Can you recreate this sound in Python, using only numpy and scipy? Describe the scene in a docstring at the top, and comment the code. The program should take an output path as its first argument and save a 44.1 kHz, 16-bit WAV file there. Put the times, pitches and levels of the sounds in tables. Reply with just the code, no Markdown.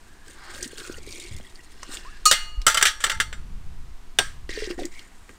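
"""Outdoors, hot water is tipped from a steel pot into an aluminium pot of boiling rice: swarms of
bubbles ring in a hollow, with glugs, slaps and drips, and the rest runs back as the pot is righted.
A perforated ladle is dropped across the rim, then the empty steel pot clatters down and rattles:
decaying modes. The ladle knocks the rim and stirs the rice. Throughout, light wind buffets the close
microphone as low filtered noise, over a faint hiss."""
import sys
import numpy as np
from scipy import signal
from scipy.fft import rfft, irfft
from scipy.io import wavfile
from scipy.ndimage import uniform_filter1d

SR = 44100
rng = np.random.default_rng(int(sys.argv[2]) if len(sys.argv) > 2 else 0)


def file_out(sig):
    """Save sig as 16-bit WAV at sys.argv[1]."""
    # one column per channel
    cols = np.atleast_2d(sig).T
    # limit, then scale
    lim = np.clip(cols, -1, 1)
    pcm = np.round(lim * 32767).astype(np.int16)
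    wavfile.write(sys.argv[1], SR, pcm)


N = 237302
TIME = np.arange(N) / SR
USUAL_FLOW_DB = -50  # the layers' growth with flow is reckoned from here

# The crowded higher modes of thin metal. Each row: frequency in Hz, density in dB per Hz.
CLASH_SPECTRUM = [(600, -21), (1000, -34.5), (1250, -9.5), (1700, -1), (2450, -8.5), (3100, -1.5),
                  (4500, -6), (5200, -7), (6000, -2.5), (6500, -7.5), (7400, -2.5), (9300, -5),
                  (10400, -14.5), (15000, -17)]


def gain_of(db):
    """A level in decibels is twenty times the logarithm of an amplitude factor."""
    return 10 ** (np.asarray(db) / 20)


def evened(x):
    """Normalization: the root mean square is brought to 1."""
    return x / np.sqrt(np.mean(x ** 2) + 1e-20)


def steadied(x, span_s):
    """Envelope division: the running rms is held near 1 while grain faster than the span remains."""
    return x / np.sqrt(abs(uniform_filter1d(x ** 2, int(span_s * SR))) + 1e-9)


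def coloured(x, points, tilt_db=0):
    """Linear filtering: x is given a spectrum, tilted in dB per octave about 3 kHz, at rms 1."""
    hz = np.fft.rfftfreq(len(x), 1 / SR) + 1  # the offset avoids the logarithm of zero
    point_hz, point_db = np.transpose(points)
    octaves_above = np.maximum(np.log2(hz / point_hz[-1]), 0)
    octaves_below = np.maximum(np.log2(point_hz[0] / hz), 0)
    shape_db = np.interp(np.log(hz), np.log(point_hz), point_db)
    shape_db = shape_db - 24 * (octaves_above + octaves_below) + tilt_db * np.log2(hz / 3000)
    return evened(irfft(rfft(x) * gain_of(shape_db), len(x)))


def dying(t, t60):
    """Exponential decay: the amplitude falls 60 dB in t60 seconds."""
    return np.exp(-np.log(1000) * t / t60)


def add(mix, s, sound):
    """Superposition: a sound is summed into the mix from s seconds on."""
    part = mix[max(round(s * SR), 0):][:len(sound)]
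    part += sound[:len(part)]


def resonate(x, hz, width):
    """Resonance of unit gain: a one-pole filter in a frame that rotates with the frequency curve."""
    turn = np.exp(2j * np.pi * np.cumsum(hz) / SR)
    radius = np.exp(-np.pi * width / SR)
    return 2 * (turn * signal.lfilter([1 - radius], [1, -radius], x / turn)).real


def bubble(hz, t60, rise, onset_cycles=0.92):
    """Bubble oscillation: a damped sine whose pitch rises (octaves per s) as it nears the surface."""
    t = TIME[:int(t60 * SR) + 16]
    phase = 2 * np.pi * np.cumsum(hz * 2 ** (rise * t)) / SR
    onset = 1 - np.exp(-(t * hz / onset_cycles) ** 2)
    return np.sin(phase) * dying(t, t60) * onset


def gulps(rows, onset_cycles, rise_octaves):
    """Damped oscillation: short rounded rings, their pitch rising by a set interval within t60."""
    out = np.zeros(N)
    for s, db, hz, t60 in rows:
        add(out, s, gain_of(db) * bubble(hz, t60, rise_octaves / t60, onset_cycles))
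    return out


def outdoor_air():
    """Stationary broadband noise: a faint outdoor hiss, strongest in its low frequencies."""
    # Each row: frequency in Hz, density in dB per Hz.
    air_spectrum = [(120, -17.5), (200, -2.5), (294, -4.5), (380, -5), (601, -16), (671, -7.5), (821, -9.5),
                    (968, -7), (2650, -14), (8740, -21), (10700, -26.5), (14900, -30), (16000, -40.5)]
    return gain_of(-56) * coloured(rng.standard_normal(N), air_spectrum)


def wind(gust_heave_db=5.5, calm_flutter_db=-57, gust_edge_s=0.077):
    """Turbulence: eddies push the microphone in slow heaves, with a flutter that rises in each gust."""
    # Slow buffeting and faster flutter. Each row: frequency in Hz, density in dB per Hz.
    buffet_spectrum = [(3, -13.5), (9, 5), (18, 1.5), (30, -11), (55, -18), (90, -42)]
    flutter_spectrum = [(30, -4.5), (60, 5.5), (110, -4.5), (180, -10.5), (300, -24), (600, -36)]
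    # The breeze swells and sinks. Each row: time in seconds, buffeting level in dB.
    breeze = [(0.0, -48), (0.55, -45), (1.7, -43.5), (2.45, -33), (2.9, -38.5), (3.7, -32), (4.1, -37.5),
              (4.85, -34), (5.38, -51.5)]
    # Gusts that flutter on the microphone. Each row: start in seconds, length in seconds, level in dB.
    gust_rows = [(0.498, 0.2, -50), (0.853, 0.31, -47), (1.246, 0.21, -41.5), (2.345, 0.35, -54),
                 (3.091, 0.867, -44), (4.137, 0.43, -46.5), (4.68, 0.16, -53)]
    gusts = np.zeros(N)
    for start, length, db in gust_rows:
        to_nearer_end = np.minimum(TIME - start, start + length - TIME)
        gusts += gain_of(db) * np.clip(to_nearer_end / gust_edge_s, 0, 1)
    heave = gain_of(np.interp(TIME, *np.transpose(breeze)))
    slow, fast = rng.standard_normal((2, N))
    buffeting = steadied(coloured(slow, buffet_spectrum), 0.17)
    flutter = steadied(coloured(fast, flutter_spectrum), 0.12)
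    # powers add
    buffeting *= np.hypot(heave, gain_of(gust_heave_db) * gusts)
    flutter *= np.hypot(gain_of(calm_flutter_db), gusts)
    return buffeting + flutter


def puffs():
    """Damped oscillation: each sudden puff of air is a low ring of steady pitch."""
    # Each row: start in seconds, level in dB, pitch in Hz, t60 in seconds.
    puff_rows = [(1.308, -28.5, 104, 0.075), (1.348, -26, 66.4, 0.057), (2.574, -6, 32.7, 0.11),
                 (3.163, -19.5, 66.6, 0.068)]
    return gulps(puff_rows, onset_cycles=0.36, rise_octaves=0)


def clash_colour(bright_hz, lift_db=5, octaves=0.58):
    """Modal excitation: the point of contact favours one group of the crowded modes."""
    point_hz, point_db = np.transpose(CLASH_SPECTRUM)
    hz = np.geomspace(point_hz[0], point_hz[-1], 128)
    favour_db = lift_db * np.exp(-(np.log2(hz / bright_hz) / octaves) ** 2)
    return np.transpose([hz, np.interp(np.log(hz), np.log(point_hz), point_db) + favour_db])


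def scraping():
    """Friction excitation: uneven slips keep the thin metal sounding between the blows."""
    # Metal dragging over metal. Each row: start in seconds, length in seconds, level in dB,
    # brightest frequency in Hz.
    scrape_rows = [(2.684, 0.2, -30.5, 1310), (3.054, 0.12, -38.5, 1460), (3.122, 0.08, -49.5, 2150)]
    out = np.zeros(N)
    size = 16384
    for s, length, db, bright_hz in scrape_rows:
        # tiny rebounds make the level of the contact uneven
        unevenness = coloured(rng.standard_normal(size), [(40, 9.5), (300, -13.5), (700, -7)])
        slips = rng.standard_normal(size) * evened(gain_of(5 * unevenness))
        sound = coloured(slips, clash_colour(bright_hz, lift_db=6.0), tilt_db=-4.5)
        sound = sound[:int(length * SR)]
        add(out, s, gain_of(db) * sound * signal.windows.tukey(len(sound), .4))
    return out


def struck(modes, t, length, build_s, chance_db, detune=.0015):
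    """Modal superposition: close pairs of modes beat and decay, sooner when a hand damps the object."""
    hz, db, t60 = np.transpose(modes)[:, :, None]
    phase = rng.random(hz.shape)  # in turns
    # each contact weights and detunes the modes a little
    strength, shift, split = rng.standard_normal((3, *hz.shape))
    turns = hz * (1 + detune * shift) * t + phase
    pair = np.sin(2 * np.pi * turns) + .35 * np.cos(2 * np.pi * (turns + 25 * split * t))
    onset = 1 - np.exp(-(t / build_s) ** 2)
    partials = gain_of(db + chance_db * strength) * pair * onset
    return (partials * dying(t, t60 * length)).sum(0)


def metal(thud_db=-11, thud_t60=0.089, shimmer_t60=0.36, uneven_db=2.0):
    """Impact excitation: a blow wakes a clash, a thud, a shimmer and clear modes; harder is brighter."""
    # Metal blows. Each row: start in seconds, strength in dB, t60 of the clash in seconds,
    # its brightest frequency in Hz, kind of contact.
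    blows = [(2.2548, -13, 0.12, 7300, "ladle lands"), (2.3131, -5.5, 0.042, 4570, "ladle bounces"),
             (2.324, -14.5, 0.11, 3800, "ladle settles"), (2.6663, -8.5, 0.063, 1330, "steel pot lands"),
             (2.680, -14, 0.067, 1300, "steel pot lands"), (2.699, -21, 0.15, 2000, "steel pot lands"),
             (2.7447, -16, 0.043, 7500, "steel pot lands"), (2.7723, -16, 0.08, 2105, "steel pot lands"),
             (2.8124, -20, 0.048, 1690, "steel pot lands"), (2.8262, -6, 0.041, 1590, "both pots rattle"),
             (2.8539, -11.5, 0.12, 1620, "both pots rattle"), (2.868, -16, 0.14, 3630, "both pots rattle"),
             (3.004, -34.5, 0.41, 7740, "steel pot lands"), (3.0397, -13.5, 0.059, 1680, "steel pot rattles"),
             (3.066, -22, 0.05, 2120, "dull bump"), (3.097, -19.5, 0.084, 1570, "steel pot rattles"),
             (3.117, -23.5, 0.041, 1550, "steel pot rattles"), (3.2009, -15.5, 0.085, 1720, "steel pot rattles"),
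             (3.328, -28, 0.053, 1770, "both pots rattle"), (4.187, -8.5, 0.032, 2930, "knock inside"),
             (4.1893, -13, 0.036, 3180, "dull bump")]
    # Ways the metal meets. Each entry: tilt in dB per octave, thud in dB, thud pitch in Hz, shimmer in dB,
    # ring in dB of the ladle, of the steel pot and of the rice pot, ring length as a factor (short when
    # a hand damps it). Levels are relative to the blow, the thud's before the common thud_db.
    contacts = {"ladle lands": (3.0, -9.5, 388.5, -19.5, 10.5, -48.5, -43.5, 1.57),
                "ladle bounces": (-3, -6, 604, -24, -21.5, -25.5, -22, 1.6),
                "ladle settles": (-1.1, -4.5, 784, -13, -10, -45, -21.5, 0.7),
                "steel pot lands": (-0.5, -3.5, 621, -21, -39.5, -8.5, -22.5, 0.77),
                "both pots rattle": (-3, -19.5, 673, -21, -47.5, -24, -21.5, 1.53),
                "steel pot rattles": (-1.5, -6.5, 562, -22, -31, -10.5, -15, 0.8),
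                "knock inside": (-2.5, 1, 790, -22, -51, -38, -14, 1.01),
                "dull bump": (-2.2, 1, 382, -22.5, -55, -47.5, -27, 0.9)}
    # Modes of each object. Each row: frequency in Hz, level in dB, t60 in seconds before the ring length.
    ladle_modes = [(1246, 0, .085), (1238, -34, .7), (2492, -31, .35), (2858, -22, .48), (3947, -28, .25),
                   (4128, -27, .33), (4412, -5, .055), (4407, -25, .42), (5010, -23, .13), (5287, -24, .13),
                   (5713, -20, .13), (5959, -18, .12), (6737, -11, .12), (6869, -28, .33), (7616, -17, .1),
                   (8103, -16, .09), (8255, -27, .2), (9167, -18, .06)]
    steel_pot_modes = [(545, -15, 0.1), (889, -17, 0.52), (1150, -5, 0.077), (1250, -6, 0.28),
                       (1350, 3, 0.14), (1389, 0.5, 0.12), (1643, -7.5, 0.16), (1890, -4.5, .15),
                       (2087, -4, 0.22), (2790, -5, 0.13), (3064, 4.5, 0.071), (3510, -12.5, 0.25),
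                       (4350, -32, 0.37), (4414, -17.5, 0.45), (4810, -3.5, 0.085), (6040, -10.5, 0.065),
                       (5900, -12.5, 0.29), (7220, -2.5, 0.13), (7830, 1.5, 0.085)]
    rice_pot_modes = [(407, -8, 0.056), (797, -6.5, 0.059), (1120, -16.5, 0.33), (1290, -8.5, 0.23),
                      (1494, -14, .2), (1605, -4, 0.18), (1685, -14.5, 0.43), (1910, -30, 0.21),
                      (2125, -17.5, 0.16), (2950, 4, 0.047), (2860, 4, 0.025), (3280, -6, 0.18),
                      (3600, 1.5, 0.077), (3680, -11, .12), (4525, -10.5, 0.26), (4550, -10, .12),
                      (5200, -12.5, .16), (5630, -6.5, 0.2), (7570, 1, 0.073), (7440, -13, 0.14),
                      (8470, -6.5, 0.18), (8720, -9, 0.18)]
    # Spectrum of the thud. Each row: frequency as a multiple of its pitch, density in dB per Hz.
    thud_spectrum = [(.15, -4), (.5, -16), (1, 3), (1.35, -12), (2, -3.5), (4, -16.5)]
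    usual_blow_db = -13
    harder_tilt = 0.21  # dB per octave brighter for each dB of strength
    out, t = np.zeros(N), TIME[:24576]
    for s, db, t60, bright_hz, contact in blows:
        contact_tilt_db, low_db, thud_hz, shimmer_db, ladle_db, steel_db, rice_db, length = contacts[contact]
        tilt_db = contact_tilt_db + harder_tilt * (db - usual_blow_db)
        bright, dull, late = rng.standard_normal((3, len(t)))
        colour = clash_colour(bright_hz)
        colour[:, 1] += uneven_db * rng.standard_normal(len(colour))  # no two blows wake the same modes
        clash = coloured(bright, colour, tilt_db) * dying(t, t60)
        thud = coloured(dull, np.array(thud_spectrum) * [thud_hz, 1]) * dying(t, thud_t60)
        thud *= gain_of(thud_db + low_db)
        shimmer = coloured(late, CLASH_SPECTRUM, tilt_db - 2.5) * dying(t, shimmer_t60)
        shimmer *= gain_of(shimmer_db)
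        ladle = gain_of(ladle_db) * struck(ladle_modes, t, length, build_s=0.0059, chance_db=0.0)
        steel = gain_of(steel_db) * struck(steel_pot_modes, t, length, build_s=0.0021, chance_db=3.5)
        rice = gain_of(rice_db) * struck(rice_pot_modes, t, length, build_s=0.001, chance_db=-3.5)
        add(out, s, gain_of(db) * (clash + thud + shimmer + ladle + steel + rice))
    return out


def singing_wall(width_hz=180):
    """Narrow-band resonance: water swirling in the tilted steel pot sets its wall singing in fuzzy glides."""
    # Each row: start in seconds, end in seconds, level in dB, first pitch in Hz, last pitch in Hz.
    singing_rows = [(0, 0.41, -62, 1640, 1700), (.76, 1.008, -51.5, 1390, 1430),
                    (1.77, 2.2, -58, 2950, 2630), (1.86, 2.228, -54.5, 1880, 1620)]
    out = np.zeros(N)
    for start, end, db, first_hz, last_hz in singing_rows:
        size = int((end - start) * SR)
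        glide = np.linspace(first_hz, last_hz, size)
        tone = resonate(rng.standard_normal(size), glide, width_hz)
        tone = resonate(tone, glide, width_hz)
        add(out, start, gain_of(db) * evened(tone) * signal.windows.tukey(size, .4))
    return out


def bubbles(low_hz, high_hz, per_s, cycles, spread_db, count=24):
    """Random superposition: a swarm of small bubbles at chance moments, most faint and a few large."""
    out = np.zeros(N)
    for hz in np.geomspace(low_hz, high_hz, count):
        place, chance = rng.random((int(per_s * N / SR / count) + 1, 2)).T
        strength = gain_of(spread_db * np.minimum(-np.log(1 - chance), 4))
        train = np.bincount((place * N).astype(int), strength, N)
        t60 = cycles * rng.uniform(0.21, 2.36) / hz
        ring = bubble(hz, t60, 0.12 / t60)
        out += signal.oaconvolve(train, ring / np.linalg.norm(ring) * np.sqrt(hz))[:N]
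    return evened(out)


def water(flow_db, hollow_hz, deep_db, splash_db, spray_db, spray_growth, hollow_db, hollow_growth,
          hollow_width, gush_db, lumpy_db):
    """Bubble noise and cavity resonance: clumped bubbles ring the pot's hollow; layers grow with the flow."""
    # Spectra of drops, mist, hollow and gurgle. Each row: frequency in Hz, density in dB per Hz.
    splash_spectrum = [(900, -37.5), (1800, -9), (2500, -2.5), (4000, -1.5), (5500, -3), (7000, -12.5),
                       (10000, -24)]
    spray_spectrum = [(3500, -43), (5500, -10), (7000, 2.5), (9200, 1), (10300, -13.5), (15000, -14),
                      (16500, -25.5)]
    hollow_spectrum = [(300, -22), (700, -5.5), (1100, -8), (2200, -7), (3200, -12.5), (5000, -30)]
    churn_spectrum = [(100, 8.5), (230, -9.5), (350, 3.5), (480, -7.5), (700, -20), (1200, -30)]
    lumps = coloured(rng.standard_normal(N), [(10, -1), (70, -15.0), (200, -13)])
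    clumps = gain_of(lumpy_db * lumps)
    drops = coloured(bubbles(1700, 7000, 4500, 36, 3.7, count=40) * clumps, splash_spectrum)
    mist = coloured(bubbles(5000, 15500, 6000, 24, 3.6) * clumps, spray_spectrum)
    gush = coloured(bubbles(600, 3600, 2000, 14, 3.8), hollow_spectrum)
    ringing = resonate(gush, hollow_hz, hollow_width)
    ringing = evened(resonate(ringing, hollow_hz, hollow_width))
    cavity = ringing + gain_of(gush_db) * gush
    gurgle = coloured(bubbles(222.0, 855, 300, 10.0, 2.8), churn_spectrum)
    excess_db = flow_db - USUAL_FLOW_DB
    layers = [(drops, flow_db + splash_db),
              (mist, spray_db + spray_growth * excess_db),
              (cavity, hollow_db + hollow_growth * excess_db),
              (gurgle, deep_db)]
    return sum(steadied(x, 0.095) * gain_of(db) for x, db in layers)


def stream(points):
    """Interpolation of a flow: its level and hollow pitch, falling 100 dB per second outside its span."""
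    s, flow_db, hollow_hz = np.transpose(points)
    outside_s = abs(TIME - np.clip(TIME, s[0], s[-1]))
    return np.interp(TIME, s, flow_db) - 100 * outside_s, np.interp(TIME, s, hollow_hz)


def stirring(churn_db=-5, attack_s=0.0048, settle_t60=0.13):
    """Forced motion and decay: each stroke moves the water at once, keeps it up and lets it settle."""
    # Strokes of the ladle through the rice. Each row: start in seconds, length in seconds, flow in dB,
    # pitch of the hollow in Hz, deep churning in dB before churn_db.
    strokes = [(4.49, 0.17, -38.5, 1880, -45.5), (4.689, 0.02, -42, 1780, -31),
               (4.777, 0.063, -46, 1780, -29), (4.91, 0.11, -54.5, 2190, -61),
               (5.028, 0.33, -74.5, 1590, -69), (5.288, 0.013, -61.5, 1760, -44)]
    flow, deep = np.full((2, N), 1e-6)  # a floor for the logarithm
    for start, length, db, _, deep_db in strokes:
        attack = np.clip((TIME - start) / attack_s, 0, 1)
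        push = attack * dying(np.maximum(TIME - start - length, 0), settle_t60)
        flow = flow + gain_of(db) * push
        deep = deep + gain_of(deep_db) * push
    start, length, _, hz, _ = np.transpose(strokes)
    hollow_hz = np.interp(TIME, start + length / 2, hz)
    return water(20 * np.log10(flow), hollow_hz, 20 * np.log10(deep) + churn_db, splash_db=-2.5,
                 spray_db=-56, spray_growth=0.39, hollow_db=-48.5, hollow_growth=0.7,
                 hollow_width=580, gush_db=-17.5, lumpy_db=2.5)


def dripping():
    """Bubble entrainment: each last drop off the lip traps a small bubble that plops, rising in pitch."""
    # Each row: start in seconds, level in dB, pitch in Hz, t60 in seconds, rise in octaves per second.
    drips = [(1.447, -37, 1930, 0.032, 2), (1.467, -39.5, 3340, 0.027, 2), (1.591, -39, 1920, 0.045, 3),
             (2.051, -37, 956, 0.18, 10.5)]
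    out = np.zeros(N)
    for s, db, hz, t60, rise in drips:
        add(out, s, gain_of(db) * bubble(hz, t60, rise, onset_cycles=3.5))
    return out


def backwash(churn_db=-8):
    """Bubble noise in a cavity: the rest of the water slops back as the steel pot is righted."""
    # Each row: time in seconds, flow in dB, pitch of the hollow in Hz.
    backwash_points = [(1.75, -60, 1820), (1.87, -53, 1480), (1.94, -41.5, 1340), (2.02, -54, 1680),
                       (2.23, -58.5, 1650)]
    flow_db, hollow_hz = stream(backwash_points)
    return water(flow_db, hollow_hz, flow_db + churn_db, splash_db=-0.5,
                 spray_db=-53.5, spray_growth=1.68, hollow_db=-54.0, hollow_growth=0.99,
                 hollow_width=700, gush_db=-3, lumpy_db=1.5)


def glugs():
    """Bubble oscillation: large air pockets close and ring low, rising in pitch."""
    # Each row: start in seconds, level in dB, pitch in Hz, t60 in seconds.
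    glug_rows = [(.625, -29.5, 355, 0.039), (.657, -25, 258, 0.028), (.731, -29.5, 430, 0.025),
                 (.897, -17.5, 344, 0.019), (.982, -34, 425, 0.042), (1.073, -29, 388, 0.034),
                 (1.401, -31, 210, 0.027), (1.891, -23, 286, 0.018), (4.492, -21, 365, 0.024),
                 (4.574, -22.5, 425, 0.071), (4.621, -22.5, 424, 0.097), (4.673, -24.5, 368, 0.072),
                 (4.703, -21, 344, 0.077), (4.789, -31, 329, 0.15), (4.795, -35, 200, 0.035),
                 (4.790, -24.5, 717, 0.057), (4.828, -33, 380, 0.088), (4.852, -24.5, 340, 0.05)]
    return gulps(glug_rows, onset_cycles=0.54, rise_octaves=0.14)


def spats(crest_db=6, dulling_db=-12, octaves=0.57, t60=0.02):
    """Impact noise: each slap of water or small tap is a short burst about its own pitch, dulled on top."""
    # Each row: start in seconds, peak in dB (nominal, crest_db above the burst's rms), centre in Hz.
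    spat_rows = [(0.2813, -35.5, 6460), (0.626, -22, 6400), (0.6288, -17, 7160), (0.677, -28, 8250),
                 (0.7823, -26, 5240), (0.801, -26.5, 3100), (1.1077, -32, 6240), (1.125, -23.5, 4570),
                 (1.199, -25.5, 7400), (1.365, -29.5, 7250), (1.400, -36, 745), (1.83, -23, 1260),
                 (1.831, -25, 5500), (1.9711, -23.5, 3220), (2.049, -29.5, 1200), (2.6172, -25.5, 4340),
                 (4.4923, -23.5, 2240), (4.641, -23, 3300), (4.71, -22, 2380), (4.833, -25.5, 2750),
                 (4.854, -21, 6050), (4.993, -27, 3120), (5.293, -31, 1460)]
    out, t = np.zeros(N), TIME[:4096]
    hz = np.geomspace(100, 16000, 64)
    top_db = dulling_db * np.clip((hz - 9300) / 1200, 0, 1)
    for s, db, centre_hz in spat_rows:
        band_db = top_db - 6 * abs(np.log2(hz / centre_hz) / octaves) ** 1.42
        burst = coloured(rng.standard_normal(len(t)), np.transpose([hz, band_db]))
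        add(out, s, gain_of(db - crest_db) * burst * dying(t, t60))
    return out


def first_sheet(start=0.31, fullest=0.51, end=0.59, db=-43.5):
    """Broadband noise: the first smooth sheet of water lands with a rush that swells and stops."""
    spectrum = [(450, -21), (850, -2.0), (1100, -4), (1900, -2), (2600, -15.5), (5000, -11), (8000, -38)]
    rush = coloured(rng.standard_normal(N), spectrum)
    return gain_of(db) * rush * np.interp(TIME, [start, fullest, end], [0, 1, 0])


def plinks(flow_db, start=0.63, end=1.64, db=-55, growth=0.33):
    """Sparse bubble oscillation: larger drops ring above the stream and remain as it thins to drips."""
    drops = steadied(bubbles(1870, 4700, 90, 40, 4.0, count=30), 0.29)
    falling = np.interp(TIME, [start - .05, start, end, end + .05], [0, 1, 1, 0])
    return drops * falling * gain_of(db + growth * (flow_db - USUAL_FLOW_DB))


def pouring(churn_db=-52, churn_growth=0.85):
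    """Bubble noise in a cavity: the stream plunges into the rice water and churns it."""
    # The stream into the rice pot. Each row: time in seconds, flow in dB, pitch in Hz of the hollow
    # over the water.
    pour_points = [(0.05, -67.5, 1590), (0.22, -75, 1630), (0.29, -54.5, 1640), (0.4, -66, 1670),
                   (0.55, -48.5, 1480), (0.63, -43.5, 1820), (0.68, -53, 1720), (0.76, -56.5, 1580),
                   (0.79, -46, 1450), (0.93, -51.5, 1390), (1.01, -59.5, 2340), (1.13, -48.5, 2370),
                   (1.23, -48.5, 2300), (1.43, -62, 1970), (1.71, -65, 1840)]
    flow_db, hollow_hz = stream(pour_points)
    deep_db = churn_db + churn_growth * (flow_db - USUAL_FLOW_DB)
    plunge = water(flow_db, hollow_hz, deep_db, splash_db=1.0,
                   spray_db=-50, spray_growth=0.84, hollow_db=-50.5, hollow_growth=0.86,
                   hollow_width=450, gush_db=-18, lumpy_db=4.5)
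    return plinks(flow_db) + plunge


def in_pot(x, wet_db=-9, t60=0.078):
    """Reverberation: quick, decaying reflections between the pot's walls follow the direct sound."""
    t = TIME[:8192]
    echoes = rng.standard_normal(len(t)) * dying(t, t60) * (t > .001)
    return x + gain_of(wet_db) * signal.oaconvolve(x, echoes / np.linalg.norm(echoes))[:N]


def scene():
    """Superposition: hiss, wind, metal and water add, the liquid with the pot's reflections."""
    surroundings = outdoor_air() + wind() + puffs()
    metalwork = scraping() + metal() + singing_wall()
    liquid = stirring() + dripping() + backwash() + glugs() + spats() + first_sheet() + pouring()
    return (surroundings + metalwork + in_pot(liquid))[None]


def record(dry, ceiling=0.82, edge_hz=15900):
    """Saturation and band limiting: the loudest blows are rounded off, then the top is cut."""
    rounded = dry / (1 + (dry / ceiling) ** 4) ** (1 / 4)
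    lowpass = signal.firwin(255, edge_hz, window=("kaiser", 9), fs=SR)
    return signal.oaconvolve(rounded, lowpass[None], "same")


dry = scene()
out = record(dry)
file_out(out)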